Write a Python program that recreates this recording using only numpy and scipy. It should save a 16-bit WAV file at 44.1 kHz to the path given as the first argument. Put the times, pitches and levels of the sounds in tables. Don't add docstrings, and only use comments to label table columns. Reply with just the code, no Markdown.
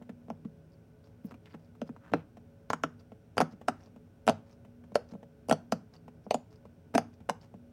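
import sys
import numpy as np
from scipy import signal
from scipy.fft import rfft, irfft
from scipy.io import wavfile

SR = 44100
rng = np.random.default_rng(int(sys.argv[2]) if len(sys.argv) > 2 else 0)


def generate_wav(sig):
    pcm = np.round(np.clip(np.atleast_2d(sig).T, -1, 1) * 32767).astype(np.int16)
    wavfile.write(sys.argv[1], SR, pcm)


N = 340452

# (frequency [Hz], level [dB])
SLAP_COLOUR = [(100, -42.5), (400, -9), (900, -8), (1350, 5), (1900, -5.5), (2300, -6.5), (2800, -7),
               (3800, -16.5), (6000, -35.5), (10000, -35.5), (16000, -69)]
CRACKLE_COLOUR = [(300, -22), (1500, -8), (2800, 5.5), (3800, -4), (5000, 1.5), (6200, 3.5), (7200, -2),
                  (9500, 0.5), (12000, -9.5), (16000, -21.5)]
# (time [s], air pocket [dB], pocket pitch [Hz],
# pocket swell [ms], slap [dB], crackle [dB], air squirt [Hz], thump [dB], thump pitch [Hz])
DOME_SNAPS = [ (0.3025, -27, 710, 0.87, -38, -47, 5830, -34, 222),
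              (1.8172, -28, 570, 1.4, -35, -42.5, 3340, -29.5, 234),
              (2.1369, -10, 680, 0.5, -13.5, -32, 3000, -19, 291),
              (2.7035, -13.5, 840, 0.24, -24.5, -28, 4700, -41.5, 226),
              (2.7335, -16, 1060, 0.36, -20, -29, 6900, -35, 255),
              (2.837, -22, 670, 1.16, -17, -29.5, 6270, -27, 275),
              (3.3711, -20.5, 660, .35, -39, -40, 6300, -39, 240),
              (3.3810, -13, 690, 0.48, -13.5, -22.5, 4940, -30.5, 225),
              (3.4041, -9.5, 760, 0.52, -21, -25.5, 2340, -24.5, 238),
              (3.4106, -18.5, 650, 0.57, -18.5, -28, 5400, -24.5, 247),
              (3.416, -17, 693, 1.26, -18, -26, 5830, -21.5, 237),
              (3.6817, -21.5, 628, 1.8, -31, -37, 5900, -42, 223.6),
              (3.6848, -17.5, 738, 1.14, -16, -26, 5980, -26.5, 250),
              (4.2687, -28, 493, 0.63, -39, -37, 9900, -29, 238),
              (4.2781, -11, 715, 0.85, -14, -27, 7600, -28.5, 240),
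              (4.2873, -14.5, 672, 2.05, -19, -25.5, 4170, -19, 252),
              (4.2965, -11.5, 680, 0.83, -21, -24.5, 4660, -35, 215),
              (4.947, -44.5, 555, .8, -69.5, -49, 6500, -64, 238),
              (4.9561, -11, 578, 1.17, -20, -25, 4490, -40, 218),
              (5.4870, -26.5, 600, 0.72, -40, -38.5, 9600, -29, 241),
              (5.4970, -18.5, 590, 0.83, -32, -26, 8200, -45, 249),
              (5.5123, -11.5, 682, 1.16, -17.5, -21, 2080, -19, 240.4),
              (5.5264, -13.5, 670, 0.87, -23.5, -24.5, 4600, -31.5, 202),
              (5.7231, -17, 665, 1.14, -20.5, -24.5, 5520, -23.5, 217),
              (6.3098, -14, 640, 1.04, -28, -25, 4530, -43, 200),
              (6.3445, -16, 677, 1, -27.5, -28, 7100, -28, 250),
              (6.9508, -15.5, 610, 0.49, -26, -28, 5800, -23, 259),
              (6.954, -18, 675, 2.34, -31, -22.5, 2500, -20, 253.7),
              (6.9801, -13.5, 726, 1.25, -18, -21, 5700, -28.5, 242),
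              (7.2909, -23.5, 558, 1, -29, -48, 9800, -35, 231),
              (7.2969, -14, 846, 0.49, -23, -22, 2740, -33, 233), ]


def pops(dome_hz=1240, spread_octaves=0.23, swell_cycles=0.9, lead_s=0.00017, landing_s=0.0029):
    out, slap, slip = np.zeros(N), click(SLAP_COLOUR), click(CRACKLE_COLOUR)
    rubber_pitches = dome_hz * 2 ** (spread_octaves * rng.uniform(-1.2, 1, len(DOME_SNAPS)))
    for snap, rubber_hz in zip(DOME_SNAPS, rubber_pitches):
        s, pocket_db, pocket_hz, swell_ms, slap_db, crackle_db, air_hz, thump_db, thump_hz = snap
        crackle = burst(slip, rise_s=0.00045, fall_s=0.00066)
        air = gain_of(-3.5) * squirt(air_hz)
        rubber = ring(rubber_hz, swell_cycles * 1000 / rubber_hz)
        add_centred(out, s - lead_s, gain_of(crackle_db) * (crackle + air))
        add(out, s, gain_of(slap_db) * slap)
        add(out, s, gain_of(slap_db - 15) * rubber)
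        add(out, s, gain_of(pocket_db) * ring(pocket_hz, swell_ms))
        add(out, s + landing_s, gain_of(thump_db) * thump(thump_hz))
    return out


def squirt(hz, width_hz=900, size=512):
    t = np.arange(size) / SR
    whistle = np.exp(-np.pi * width_hz * t) * np.sin(2 * np.pi * hz * t)
    return burst(whistle, rise_s=0.0016, fall_s=0.0012)


# (frequency [Hz], level [dB], time to fall 60 dB [s])
LOW_MODES = [(102, -30, 0.54), (160, -13, 0.18), (239.4, -20, 0.2), (280, -29, 0.12), (448.5, -19.5, 0.098)]


def thump(hz, swell_ms=3.94, sag=0.19, sag_s=0.012, size=16384):
    t = np.arange(size) / SR
    pitch = hz * (1 + sag * (2 * np.exp(-t / sag_s) - 1))
    push = swell(t, swell_ms) * np.sin(2 * np.pi * np.cumsum(pitch) / SR)
    ringing = sum(gain_of(db - 60 * t / t60) * np.sin(2 * np.pi * f * t) for f, db, t60 in LOW_MODES)
    return push + ringing * (1 - np.exp(-t / 0.0027))


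# (frequency [Hz], level [dB])
SCUFF_COLOUR = [(200, 2), (800, 6), (1500, -6), (2800, -5.5), (4500, -15.5), (7000, -14), (11000, -21.5),
                (16000, -21.5)]
# (time [s], air pocket [dB], scuff [dB], thump [dB])
FINGER_TAPS = [ (0.015, -42.5, -53, -45.5), (0.094, -37.5, -48, -36.5), (0.284, -40, -61, -41.5),
               (0.4495, -61, -54, -31), (1.2435, -68, -60, -32), (2.119, -37, -50, -33.5),
               (2.371, -43.5, -52, -46), (3.1195, -39.5, -55.5, -44.5), (3.533, -49, -59, -42.5),
               (3.6142, -39.5, -50.5, -53.5), (3.873, -51, -65.5, -49), (3.962, -45.5, -56.5, -47.5),
               (4.65, -60, -55.5, -52.5), (4.84, -66, -57, -54), (4.92, -44, -56.5, -42),
               (5.12, -48.5, -58, -39), (5.137, -41.5, -54, -38), (5.152, -39.5, -62, -41),
               (5.230, -38.5, -53.5, -51), (6.081, -45, -51, -47), (6.266, -35, -66.5, -39.5),
               (6.654, -42, -55, -47.5), (6.942, -29, -36.5, -34), (7.205, -67, -56, -47.5),
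               (7.541, -40.5, -58, -41.5), ]


def taps(pocket_hz=561, thump_hz=209, landing_s=0.00352):
    out, slip = np.zeros(N), click(SCUFF_COLOUR)
    for s, pocket_db, scuff_db, thump_db in FINGER_TAPS:
        add_centred(out, s, gain_of(scuff_db) * burst(slip, rise_s=0.0012, fall_s=0.0053))
        add(out, s, gain_of(pocket_db) * ring(pocket_hz, swell_ms=0.75))
        add(out, s + landing_s, gain_of(thump_db) * thump(thump_hz))
    return out


# (time [s], rim [dB], rim pitch [Hz], scuff [dB], thump [dB])
RIM_KNOCKS = [ (1.3109, -38, 1040, -48, -55), (1.3198, -44, 1290, -53, -45),
              (1.342, -47.5, 900, -50, -47.5), (1.540, -55, 1690, -58, -38.5), (1.546, -40, 720, -51, -44),
              (1.752, -77, 900, -57, -66), (1.8926, -36.5, 800, -52.5, -34), (1.964, -41, 960, -56, -53), ]


def knocks(thump_hz=245, landing_s=0.0031):
    out, slip = np.zeros(N), click(SCUFF_COLOUR)
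    for s, rim_db, rim_hz, scuff_db, thump_db in RIM_KNOCKS:
        add_centred(out, s, gain_of(scuff_db) * burst(slip, rise_s=0.00056, fall_s=0.0043))
        add(out, s, gain_of(rim_db) * ring(rim_hz, swell_ms=0.26))
        add(out, s + landing_s, gain_of(thump_db) * thump(thump_hz))
    return out


# (middle time [s], length [s], level [dB])
FINGER_RUBS = [ (0.731, 0.021, -70.5), (1.063, 0.051, -65), (1.28, 0.072, -64.5), (1.489, 0.096, -66),
               (1.632, .13, -71.5), (1.869, 0.029, -63), (3.003, 0.023, -62.5), (3.523, 0.022, -61.5),
               (3.83, 0.087, -59), (4.50, 0.074, -62), (5.108, 0.048, -60), (5.95, .04, -59),
               (6.25, 0.028, -69), (6.532, 0.058, -63), (7.137, 0.013, -65.5), (7.44, 0.053, -59.5), ]


def rubs(centre_hz=5030, spread_octaves=0.16, squeaks=3):
    out = np.zeros(N)
    for s, length, db in FINGER_RUBS:
        hiss = slide(length, centre_hz, octaves=0.3, slips_per_s=1100, spread_db=3, body_db=5.5)
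        add_centred(out, s, gain_of(db - 4.5) * hiss)
        for when, grip in rng.uniform(-1, 1, (squeaks, 2)):
            squeak = squirt(centre_hz * 2 ** (spread_octaves * grip), width_hz=550)
            add_centred(out, s + when * length / 2, gain_of(db + 3.5) * squeak)
    return out


# (middle time [s], length [s], level [dB], band centre [Hz])
RIM_DRAGS = [ (1.259, 0.027, -61.5, 13400), (1.46, 0.016, -61, 3000), (1.476, 0.01, -56.5, 2010),
             (1.509, 0.019, -63, 2110), (1.542, 0.017, -54.5, 1700), (2.075, 0.093, -62.5, 1300),
             (2.175, .073, -61, 2400), (3.772, 0.13, -74, 1670), ]


def drags():
    out = np.zeros(N)
    for s, length, db, hz in RIM_DRAGS:
        scrape = slide(length, hz, octaves=0.5, slips_per_s=900, spread_db=1.5, body_db=-12)
        add_centred(out, s, gain_of(db) * scrape)
    return out


def slide(length, centre_hz, octaves, slips_per_s, spread_db, body_db, size=16384):
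    t, hz = (np.arange(size) - size // 2) / SR, np.fft.rfftfreq(size, 1 / SR)
    strengths = rng.standard_normal(size) * gain_of(spread_db * rng.standard_normal(size))
    slips = strengths * (rng.random(size) < slips_per_s / SR)
    band = 1 / (1 + (np.log2((hz + 1) / centre_hz) / octaves) ** 2)
    body = gain_of(body_db + curve_at(SCUFF_COLOUR, hz))
    return unit_rms(irfft(rfft(slips) * (band + body))) * np.exp(-(2 * t / length) ** 2)


# (frequency [Hz], gain [dB])
MIC_PATH = [(20, -33), (50, -17), (100, 4), (180, 3), (255, 0), (355, -2), (440, 2), (650, 0.5), (1000, 3),
            (1180, 2.5), (1400, 2.5), (2200, -1.5), (9000, -8.5), (16000, -5)]


def path_to_microphone(x):
    response = click(MIC_PATH)
    peak_db = curve_at(MIC_PATH, np.fft.rfftfreq(len(response), 1 / SR)).max()
    response *= gain_of(peak_db) / abs(rfft(response)).max()
    return signal.oaconvolve(x, response)[:len(x)]


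# (delay [ms], gain [ratio])
NEAR_ECHOES = [(2.9, 0.088), (4.6, 0.12), (6.3, 0.023), (8.8, 0.0087)]
# (frequency [Hz], level [dB])
SCATTER_COLOUR = [(100, -40.5), (250, -21), (450, -7.5), (700, -9), (1500, -11), (4000, -7), (9000, -7.5),
                  (16000, -16.5)]
TAIL_COLOUR = [(100, -19), (250, -10), (700, -22.5), (1500, -19), (3000, -20.5), (5500, -18.5), (9000, -24),
               (16000, -18.5)]
# (frequency [Hz], time to fall 60 dB [s])
SCATTER_DECAY = [(100, 0.2), (1000, 0.045), (16000, 0.044)]
TAIL_DECAY = [(100, 0.64), (300, 0.17), (1000, 0.29), (5000, 0.23), (9000, 0.25), (16000, 0.057)]


def room(x, poses=5, poses_per_s=2):
    near = np.zeros(1024)
    near[0] = 1
    for ms, gain in NEAR_ECHOES:
        add(near, ms / 1000, np.array([gain]))
    out = signal.oaconvolve(x, near)[:N]
    pose = np.arange(N) / SR * poses_per_s
    for k in range(poses):
        away = abs((pose - k + poses / 2) % poses - poses / 2)
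        crossfade = np.cos(np.pi / 2 * np.minimum(away, 1))
        scatter = dense_echoes(SCATTER_COLOUR, SCATTER_DECAY, start_s=0.0025)
        tail = dense_echoes(TAIL_COLOUR, TAIL_DECAY, start_s=0.012)
        out += signal.oaconvolve(x * crossfade, scatter + tail)[:N]
    return out


def dense_echoes(colour, decay, start_s, size=32768):
    hz, t, noise = signal.stft(rng.standard_normal(size), SR, nperseg=256)
    t60 = curve_at(decay, hz)[:, None]
    unit_energy = np.sqrt(2 * np.log(1000) / (t60 * SR))
    envelope = gain_of(curve_at(colour, hz)[:, None] - 60 * t / t60)
    wave = signal.istft(noise * unit_energy * envelope, SR)[1]
    return np.pad(wave, (round(start_s * SR), 0))[:size]


# (frequency [Hz], relative level [dB])
ROOM_TONE_COLOUR = [(20, -33.5), (45, -14.5), (70, -6.5), (105, 1.5), (140, -9.5), (200, -9.5),
                    (280, -14.5), (420, -18.5), (750, -25), (1150, -34.5), (1500, -33.5), (1900, -38.5),
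                    (2400, -37.5), (4000, -45), (11500, -52.5), (15500, -48)]
# (frequency [Hz], width [Hz], boost [dB])
ROOM_RESONANCES = [(160.2, 16, 10.5), (240.4, 4.9, 22), (300, 7.2, 8.5), (431.2, 17, 14), (554.7, 8.2, 20),
                   (647, 51, 4), (825, 7.5, 6), (1488, 120, 7.5), (5650, 600, 5.5), (8850, 450, 7)]


def room_tone(level_db=-56):
    hz = np.fft.rfftfreq(N, 1 / SR)
    peaks_db = sum(db / (1 + (2 * (hz - f) / width) ** 2) for f, width, db in ROOM_RESONANCES)
    spectrum = rfft(rng.standard_normal(N)) * gain_of(curve_at(ROOM_TONE_COLOUR, hz) + peaks_db)
    return gain_of(level_db) * unit_rms(irfft(spectrum, N))


def click(colour, size=2048):
    log_gain = np.log(gain_of(curve_at(colour, abs(np.fft.fftfreq(size, 1 / SR)))))
    minimum_phase = np.exp(np.conj(signal.hilbert(log_gain)))
    wave = np.fft.ifft(minimum_phase).real[:size // 2]
    return wave / abs(wave).max()


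def burst(slip, rise_s, fall_s, size=2048):
    t = (np.arange(size) - size // 2) / SR
    strengths = rng.standard_normal(size) * np.exp(np.minimum(t / rise_s, -t / fall_s))
    return np.convolve(strengths, slip / np.linalg.norm(slip))[:size]


def ring(hz, swell_ms, size=4096):
    t = np.arange(size) / SR
    return swell(t, swell_ms) * np.sin(2 * np.pi * hz * t)


def swell(t, swell_ms):
    age = t * 1000 / swell_ms
    return age * np.exp(1 - age)


def gain_of(db):
    return 10 ** (np.asarray(db) / 20)


def unit_rms(x):
    return x / np.sqrt(np.mean(x ** 2) + 1e-20)


def curve_at(points, hz):
    f, value = np.transpose(points)
    return np.interp(np.log(hz + 1), np.log(f + 1), value)


def add(mix, s, sound):
    part = mix[max(round(s * SR), 0):][:len(sound)]
    part += sound[:len(part)]


def add_centred(mix, s, sound):
    add(mix, s - len(sound) / 2 / SR, sound)


def scene():
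    toy = pops() + taps() + knocks() + rubs() + drags()
    return (room(path_to_microphone(toy)) + room_tone())[None]


def record(dry, edge_hz=16200):
    lowpass = signal.firwin(511, edge_hz, window=("kaiser", 9), fs=SR)
    return signal.oaconvolve(dry, lowpass[None], "same")


dry = scene()
out = record(dry)
generate_wav(out)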